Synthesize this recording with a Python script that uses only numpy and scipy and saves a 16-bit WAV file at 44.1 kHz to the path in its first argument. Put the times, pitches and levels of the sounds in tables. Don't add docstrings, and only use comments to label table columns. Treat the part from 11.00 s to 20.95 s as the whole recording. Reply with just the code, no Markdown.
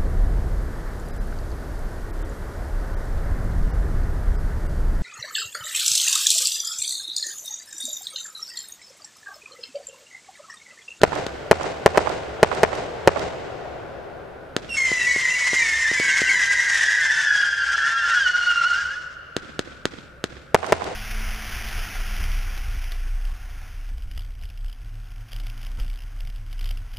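import sys
import numpy as np
from scipy import signal
from scipy.fft import rfft, irfft, next_fast_len
from scipy.io import wavfile
from scipy.ndimage import uniform_filter1d

SR = 44100
rng = np.random.default_rng(int(sys.argv[2]) if len(sys.argv) > 2 else 0)


def gain_from_db(level_db):
    decades = np.asarray(level_db, float) / 20
    return 10 ** decades


def unload_audio(sound):
    columns = np.transpose(np.atleast_2d(sound))
    steps = np.round(np.clip(columns, -1, 1) * 32767)
    wavfile.write(sys.argv[1], SR, steps.astype(np.int16))


N = 438794
LEAD = 200


def shock(push_ms, ring_hz, width_hz, ring_share):
    sample = np.arange(900)
    t = np.maximum(sample - LEAD, 0) / SR * 1000 / push_ms
    wave = -(1 - t) * np.exp(-.6 * t) * (sample >= LEAD)
    r = np.exp(-np.pi * width_hz / SR)
    resonance = [1, -2 * r * np.cos(2 * np.pi * ring_hz / SR), r * r]
    ring = signal.lfilter([1, 0, -1], resonance, wave)
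    return wave + ring_share * ring / np.abs(ring).max()


def bursts(place):
    # (time [s], overload ceiling [dB], ground echo lag [ms], ground echo [dB],
    # relative length of the pressure wave [ratio])
    shells = [
        (0.0342, -6.5, 4.9, 2, 0.92),
        (0.5127, -7, 4.7, 1.7, 0.89),
        (0.861, -6.5, 4.9, 0, 0.86),
        (0.9744, -14, 5, 0.5, 0.91),
        (1.4299, -6.5, 4.7, 1.8, 0.87),
        (1.6328, -11, 4.66, 0, 0.9),
        (2.075, -6.5, 5.46, 1.8, 0.94),
        (9.5456, -8.5, 4.5, -1, 0.76),
        (9.723, -12, 4.88, -1, 0.82),
    ]
    # (lag [ms], left [dB], right [dB])
    walls = [(1.95, -0.5, -10), (7.95, -12, -2.5), (9.3, -52, -52), (12.17, -29, -29), (14.35, -34, -17),
             (16.05, -2.5, -10), (31.8, -51, -17), (84.2, -40, -6.5), (96.2, -23, -2), (110, -50.5, -19),
             (126, -40, -6.5), (139, -42, -14.5)]
    # (frequency [Hz], level per Hz [dB])
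    echo_colour = [(35, -58), (60, -8.5), (119, -5.5), (215, -9.5), (364, -0.5), (674, 1.5), (827, -5),
                   (1220, -10), (1880, -11.5), (7740, -25.5), (14000, -68)]
    glint_ms, glint_cut_hz, glint_db = 119, 5000, -6
    bass_cut = signal.butter(2, 280, "high", fs=SR, output="sos")
    glint_cut = signal.butter(2, glint_cut_hz, "high", fs=SR, output="sos")
    out, t = np.zeros((2, N)), np.arange(SR // 5) / SR
    swing = 0.031 * np.sin(2 * np.pi * 85 * t) * t / .05 * np.exp(1 - t / 0.026)
    settle = swing * np.array([[.3], [1.2]])
    for s, top_db, lag_ms, ground_db, size in shells:
        wave = shock(push_ms=0.21 * size, ring_hz=520 / size, width_hz=840, ring_share=0.24)
        wave = signal.sosfiltfilt(bass_cut, dull(wave, 13000))
        s0 = s - LEAD / SR
        add(out, s0, gain_from_db(top_db + 7.5) * np.clip(14.2 * wave, -1, 1))
        add(out, s0 + lag_ms / 1000, gain_from_db(ground_db) * dull(np.clip(3.1 * wave, -1, 1), 3700))
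        shifts = rng.normal(0, 1, (len(walls), 3))
        for (lag, left_db, right_db), (shift, left, right) in zip(walls, shifts):
            echo = smear(dull(wave, 1900), lag) * gain_from_db(ground_db)
            gains = sides(left_db + 0.74 * left, right_db + 2.7 * right)
            add(out, s0 + lag * (1 + 0.01045 * shift) / 1000, echo * gains)
        points = [(hz / size ** 0.53, db) for hz, db in echo_colour]
        add(out, s, gain_from_db(ground_db - 38.0) * answer(place, points))
        add(out, s, gain_from_db(ground_db) * settle)
        glint = dull(signal.sosfilt(glint_cut, wave), 6700)
        add(out, s0 + glint_ms / 1000, gain_from_db(glint_db) * smear(glint, 30.0))
    return out


def lifts(place):
    # (time [s], level [dB], muzzle crack over the pop [dB])
    charges = [(0.0169, -11.5, 4.5), (0.266, -12.5, 1), (3.5656, -8, 8), (3.917, -13, -5),
               (4.162, -16.5, -39), (4.5325, -14, -43), (4.915, -16, -8), (4.9996, -12.5, 5),
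               (5.218, -12, -1), (8.3662, -9.5, 6), (8.593, -9.5, 6.5), (8.855, -8.5, 9.5),
               (9.241, -10.5, 8)]
    # (lag [ms], left [dB], right [dB])
    low_walls = [(4.28, -19.5, -15), (10.37, -15, -14), (65, -43, -19.5), (80.6, -31, -15),
                 (127, -44, -15.5)]
    # (frequency [Hz], level per Hz [dB])
    echo_colour = [(35, -4), (60, -0.5), (348, 4), (561, -12), (705, -11), (2470, -6.5), (2900, -13),
                   (3330, -8.5), (7910, -19.5), (14000, -51)]
    crack = shock(push_ms=0.18, ring_hz=2800, width_hz=9000, ring_share=0.16)
    bounce = 0.44 * np.roll(crack, round(.58 * SR / 1000))
    crack = dull(crack + bounce, 6300)
    pop = dull(shock(push_ms=0.79, ring_hz=383, width_hz=330, ring_share=0.68), 1400)
    bass_cut = signal.butter(1, 170, "high", fs=SR, output="sos")
    crack, pop = signal.sosfiltfilt(bass_cut, [crack, pop])
    out, echo = np.zeros((2, N)), answer(place, echo_colour)
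    for s, level_db, crack_db in charges:
        wave = gain_from_db(level_db) * (gain_from_db(crack_db) * crack + 0.61 * pop)
        s0 = s - (LEAD + 8) / SR
        add(out, s0, wave)
        for lag, left_db, right_db in low_walls:
            reflection = smear(dull(wave, 1500 + 22 * lag), lag)
            add(out, s0 + lag / 1000, reflection * sides(left_db, right_db))
        add(out, s, gain_from_db(level_db - 41.5) * echo)
    return out


def whistle(rows, swerves, flutter, wobble):
    # (multiple of the strongest [ratio], level under it [dB])
    partials = [(.5, -24.5), (1.5, -21), (2.0, -12), (2.5, -18.5), (3.0, -15.5), (3.5, -16), (4.0, -27),
                (4.5, -32.5), (5.0, -39), (6.0, -44)]
    swing_back_hz_per_s, swerve_loss_db_per_hz = 2200, .006
    sputter_db, sputter_per_s = 2, 10
    wander, wander_per_s = .011, 10
    overtone_growth = 0.26
    ground_db, ground_shift = -9.5, .016
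    rasp, rasp_hz = 0.48, 119
    span = slice(round(rows[0][0] * SR), round(rows[-1][0] * SR))
    hz, level_db = (c[span] for c in in_time(rows))
    n, t = len(hz), np.arange(len(hz)) / SR
    for s, up_hz, rise_s in swerves:
        moments = [s - rise_s, s, s + up_hz / swing_back_hz_per_s]
        swing_hz = np.interp(t + rows[0][0], moments, [0, up_hz, 0])
        hz, level_db = hz + swing_hz, level_db - swerve_loss_db_per_hz * swing_hz
    hz = uniform_filter1d(hz, size=600, mode="nearest")
    on = np.clip(np.minimum(t, t[-1] - t) / 0.0073, 0, 1)
    sputter = sputter_db * drift(sputter_per_s, size=n) * np.minimum(t / .3, 1)
    level_db = np.minimum(level_db + sputter, -17.0)
    unsteady = 1 + wobble * drift(45.9, size=n) + wander * drift(wander_per_s, size=n)
    phase = 2 * np.pi * np.cumsum(hz * unsteady) / SR
    odd = gain_from_db(3.0 * drift(3, size=n))
    odd = odd * np.interp(hz, [1400, 2070, 2350, 2600], [0.1, 1, 0.75, .1])
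    overtones = 0
    for k, db in partials:
        if k > 2.25:
            waver = 0.72 + rasp * drift(rasp_hz, size=n)
        else:
            waver = 0.8 + 0.39 * drift(35, size=n)
        alternation = odd if k % 1 > .25 else 1
        overtones += gain_from_db(db) * np.sin(k * phase) * alternation * waver
    beats = 1 + flutter * drift(21, size=n)
    recession = np.gradient(phase) * (1 + .4 * drift(3.033, size=n))
    mirror = gain_from_db(ground_db) * np.sin(phase - ground_shift * np.cumsum(recession))
    growth = gain_from_db(overtone_growth * (level_db + 28))
    tone = (np.sin(phase) + mirror) * beats + overtones * growth
    sway = gain_from_db(.5 * drift(0.52, size=n) * np.array([[1], [-1]]))
    return np.sqrt(2) * tone * on * gain_from_db(level_db) * sway


def whistles():
    # (time [s], pitch [Hz], rms level [dB])
    comet_1 = [(3.766, 2225, -19.5), (3.92, 2010, -24), (4.1, 1970, -23.5), (4.27, 1916, -25.5),
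               (4.5, 1780, -62), (4.93, 1606, -39), (5.09, 1560, -28), (5.75, 1513, -44.5),
               (6.45, 1400, -33)]
    comet_2 = [(4.066, 2256, -25.5), (4.201, 2085, -26.5), (4.351, 2013, -22), (4.62, 1896, -28.5),
               (4.85, 1772, -24), (5.049, 1670, -34), (5.3, 1612, -26), (5.65, 1632, -28),
               (6.4, 1475, -34.5)]
    comet_3 = [(4.35, 2255, -29.5), (4.6, 2052, -23.5), (4.752, 1930, -32.5), (5.14, 1837, -28.5),
               (5.46, 1819, -49), (5.8, 1732, -28), (6.2, 1550, -31.5), (6.6, 1395, -31),
               (7.151, 1378, -21.5)]
    comet_4 = [(4.591, 2360, -30.5), (4.68, 2200, -25), (4.88, 2070, -27), (5.18, 1950, -26),
               (5.6, 1870, -27.5), (6.0, 1800, -32.5), (6.3, 1620, -28.5), (6.7, 1560, -27.5),
               (6.898, 1440, -29.5)]
    comet_5 = [(4.97, 2267, -27), (5.2, 2122, -24.5), (5.4, 2000, -27), (5.68, 1991, -26.5),
               (5.85, 1815, -29.5), (6.17, 1751, -23), (6.43, 1637, -27), (6.88, 1572, -30.5),
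               (7.198, 1455, -26.5)]
    comet_6 = [(5.11, 2280, -26.5), (5.27, 2060, -36), (6.1, 1861, -27), (6.32, 1680, -25.5),
               (6.82, 1651, -27.5), (7.16, 1502, -28.5), (7.27, 1471, -19), (7.639, 1393, -22),
               (8.099, 1474, -39.5)]
    comet_7 = [(5.29, 2308, -17), (5.36, 2105, -33), (5.619, 1866, -32), (6.3, 1735, -53),
               (6.779, 1760, -32), (7.2, 1555, -32.5), (7.399, 1454, -29), (7.72, 1458, -27),
               (7.961, 1480, -34)]
    # (time of top [s], rise [Hz], rise time [s])
    tumbles = [
        [],
        [(4.83, 70, 0.031), (4.9, 110, 0.031), (5.13, 100, 0.027), (5.37, 150, .02)],
        [(4.73, 60, .02), (4.96, 159.8, 0.037), (5.05, 150, .04)],
        [],
        [(5.93, 260, 0.073), (6.77, 90, 0.041), (6.98, 100, 0.079)],
        [(5.67, 220, .17), (6.05, 220, .1), (6.19, 210, .02), (6.98, 300, 0.14), (7.11, 320, .05),
         (7.67, 90, 0.021)],
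        [(6.88, 150, 0.075), (7.27, 330, 0.049), (7.5, 110, 0.044), (7.8, 200, 0.073), (7.94, 240, 0.067)],
    ]
    # (start [s], end [s], start pitch [Hz], end pitch [Hz], level [dB])
    squeals = [
        (3.688, 3.772, 2870, 2620, -23),
        (3.967, 4.064, 2700, 2740, -25.5),
        (4.29, 4.356, 2670, 2740, -27),
        (4.566, 4.598, 2960, 2860, -28),
        (5.085, 5.116, 2800, 2742, -27),
        (5.257, 5.293, 2820, 2740, -25),
    ]
    choir = [comet_1, comet_2, comet_3, comet_4, comet_5, comet_6, comet_7]
    tracks = list(zip(choir, tumbles))
    for start, end, start_hz, end_hz, db in squeals:
        tracks.append(([(start, start_hz, db - 11.5), (end, end_hz, db)], []))
    out = np.zeros((2, N))
    for rows, swerves in tracks:
        add(out, rows[0][0], whistle(rows, swerves, flutter=0.16, wobble=0.00393))
    return out - 0.66 * signal.lfilter(*signal.iirpeak(4150, 4150 / 1400, fs=SR), out)


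def stalled(tones):
    # (time of restart [s], peak after it [dB])
    stalls = [(6.3744, -31), (6.4194, -31), (6.457, -31), (6.5222, -27), (6.5602, -28), (6.5995, -31),
              (6.66, -24.5), (6.7763, -17), (7.2606, -33), (7.329, 3), (7.4096, -15), (7.4566, -7),
              (7.556, -4), (7.598, -30), (7.7003, -30)]
    floor_db = -33
    main_band = signal.butter(2, [1000, 2350], "band", fs=SR, output="sos")
    main = signal.sosfiltfilt(main_band, tones)
    dips = []
    for s, peak_db in stalls:
        depth_db = min(floor_db - peak_db, 0)
        for lag_s, share in [(-.02, 0), (-.01, 1), (0, 1), (.003, 0)]:
            dips.append((s + lag_s, share * depth_db))
    return tones - main * (1 - gain_from_db(in_time(dips)[0]))


def jets():
    # (time [s], level [dB])
    strength = [(3.66, -84), (3.77, -32.5), (4.57, -30), (4.911, -34.5), (5.31, -31.5), (6.22, -31.5),
                (6.32, -38), (7.82, -35.5), (8.151, -63)]
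    # (frequency [Hz], level [dB])
    hiss_colour = [(300, -19), (600, -8.5), (1100, -2), (1900, 8.5), (2600, 4.5), (3200, 3), (4200, -3.5),
                   (5300, 3), (7200, -0.5), (9500, -10), (13600, -32), (15000, -60)]
    t = np.arange(N) / SR
    before, after = (strength[0][0] - .01, -90), (strength[-1][0] + 0.08, -90)
    jet_db, = in_time([before] + strength + [after])
    height = np.clip((t - 5.7) / 1.67, 0, 1)
    puffs_db = 2.96 * drift(22) + 0.5 * drift(250) + (1.14 + 0.95 * height) * drift(9.8)
    near = colour(stereo_noise(N, alike=0.95), hiss_colour) * gain_from_db(jet_db + puffs_db)
    far = dull(near, 5970) + 0.58 * near
    far = far - .6 * signal.lfilter(*signal.iirpeak(2400, 2400 / 900, fs=SR), far)
    return near + height * (far - near)


def comets(place):
    sound = stalled(whistles()) + jets()
    blurred = sound.mean(axis=0) * drift(90)
    t = np.arange(place.shape[1]) / SR
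    return sound + gain_from_db(-61.5) * echoed(blurred, rms_one(place * gain_from_db(-4.0 * t)))


def surroundings(scatter, air_db, lumpy_db, late_left_db):
    t = np.arange(3 * SR) / SR
    white = rfft(stereo_noise(len(t), alike=0.33))
    octave = np.log2(np.clip(np.fft.rfftfreq(len(t), 1 / SR) / 500, 1, 32))
    out = 0
    for k in range(6):
        band = irfft(white * np.maximum(1 - np.abs(octave - k), 0), len(t))
        out = out + band * gain_from_db(-air_db * t * (2 ** k / 2) ** 0.67)
    lumps_db = lumpy_db * drift(110, size=len(t)) * np.exp(-t / 0.29)
    lean_db = late_left_db * np.clip(t - .3, 0, .4) * np.array([[1], [-1]])
    return out * gain_from_db(np.interp(t, *np.transpose(scatter)) + lumps_db + lean_db)


def answer(place, points):
    return colour(place, points) * np.clip(np.linspace(10, 0, place.shape[1]), 0, 1)


def smear(wave, lag_ms):
    t_ms = np.arange(400) / SR * 1000
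    grains = rng.standard_normal((2, 400)) ** 3 * np.exp(-t_ms / (0.029 + 0.091 * lag_ms))
    grains[:, 0] = 9.0
    grains = grains / np.sqrt((grains ** 2).sum(axis=1, keepdims=True))
    return signal.fftconvolve(wave[None], grains, axes=1)


def night():
    # (time [s], level [dB])
    background = [(0.0, -49), (0.41, -53), (1.5, -53.5), (6.71, -61), (8.59, -59.5), (9.95, -57.5)]
    # (frequency [Hz], level per Hz [dB])
    floor_colour = [(15, -57), (25, 2), (155, -11.5), (392, -4), (554, 1), (966, -19), (1470, 1),
                    (1820, -12), (7220, -35), (13600, -39.5), (14600, -60)]
    rumble_colour = [(25, -9), (50, -15.0), (66, 7.5), (85, -7.5), (160, -3.0), (300, -61.5), (600, -63)]
    level_db, = in_time(background)
    rumble = colour(stereo_noise(N, alike=0.89), rumble_colour)
    hiss = colour(stereo_noise(N, alike=0.61), floor_colour)
    return gain_from_db(level_db) * (gain_from_db(7.5) * rumble + gain_from_db(9.5) * hiss)


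def rms_one(x):
    return x / np.sqrt(np.mean(x ** 2) + 1e-20)


def in_time(rows):
    s, *columns = np.transpose(rows)
    return [np.interp(np.arange(N) / SR, s, c) for c in columns]


def colour(x, points):
    size = next_fast_len(x.shape[-1])
    hz = np.maximum(np.fft.rfftfreq(size, 1 / SR), 1)
    point_hz, point_db = np.array(points).T
    shape = np.interp(np.log(hz), np.log(point_hz), point_db)
    return rms_one(irfft(rfft(x, size) * gain_from_db(shape), size)[..., :x.shape[-1]])


def stereo_noise(size, alike):
    mid, side = rng.standard_normal((2, size))
    return np.sqrt(1 + alike) * mid + np.sqrt(1 - alike) * side * np.array([[1], [-1]])


def drift(rate, size=N):
    r = np.exp(-80 * np.pi * rate / SR)
    slow = signal.lfilter([1], [1, -2 * r, r * r], rng.standard_normal(N // 40 + 2002))[2000:]
    return np.interp(np.arange(size) / 40, np.arange(len(slow)), rms_one(slow))


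def echoed(x, response):
    return signal.fftconvolve(np.atleast_2d(x), np.atleast_2d(response), axes=1)[:, :N]


def add(out, s, sound):
    i = round(s * SR)
    out[:, i:i + sound.shape[-1]] += sound[..., :N - i]


def sides(left_db, right_db):
    return gain_from_db(np.array([[left_db], [right_db]]))


def dull(x, cut_hz):
    return signal.sosfilt(signal.butter(2, min(cut_hz, 19000), fs=SR, output="sos"), x)


def scene():
    # (time [s], level [dB])
    sky_scatter = [(0, 9), (.012, -8.5), (.07, -13.5), (.082, -9), (.14, -4.5), (.25, -11.5), (1.0, -12.5),
                   (2.0, -17), (3.0, -28.5)]
    # (time [s], level [dB])
    ground_scatter = [(0, 21), (.008, 1), (.05, -7.5), (.06, -2), (.12, -2.5), (.2, -6.5), (.5, -33),
                      (1.0, -38), (3.0, -53)]
    sky = surroundings(sky_scatter, air_db=6.0, lumpy_db=3.5, late_left_db=3.0)
    ground = surroundings(ground_scatter, air_db=6.0, lumpy_db=3.0, late_left_db=0)
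    return bursts(sky) + lifts(ground) + comets(sky) + night()


def roll_off(x):
    return signal.sosfilt(signal.butter(12, 16270, fs=SR, output="sos"), x)


def record(dry):
    fade = np.clip(np.arange(N) / SR / 0.014, .1, 1)
    overloaded = np.clip(dry * fade, -1.05, 1.05)
    top_cut = signal.cheby2(10, 60, 16300, fs=SR, output="sos")
    mix = np.clip(signal.sosfilt(top_cut, overloaded), -1, 1)
    return roll_off(mix)


dry = scene()
out = record(dry)
unload_audio(out)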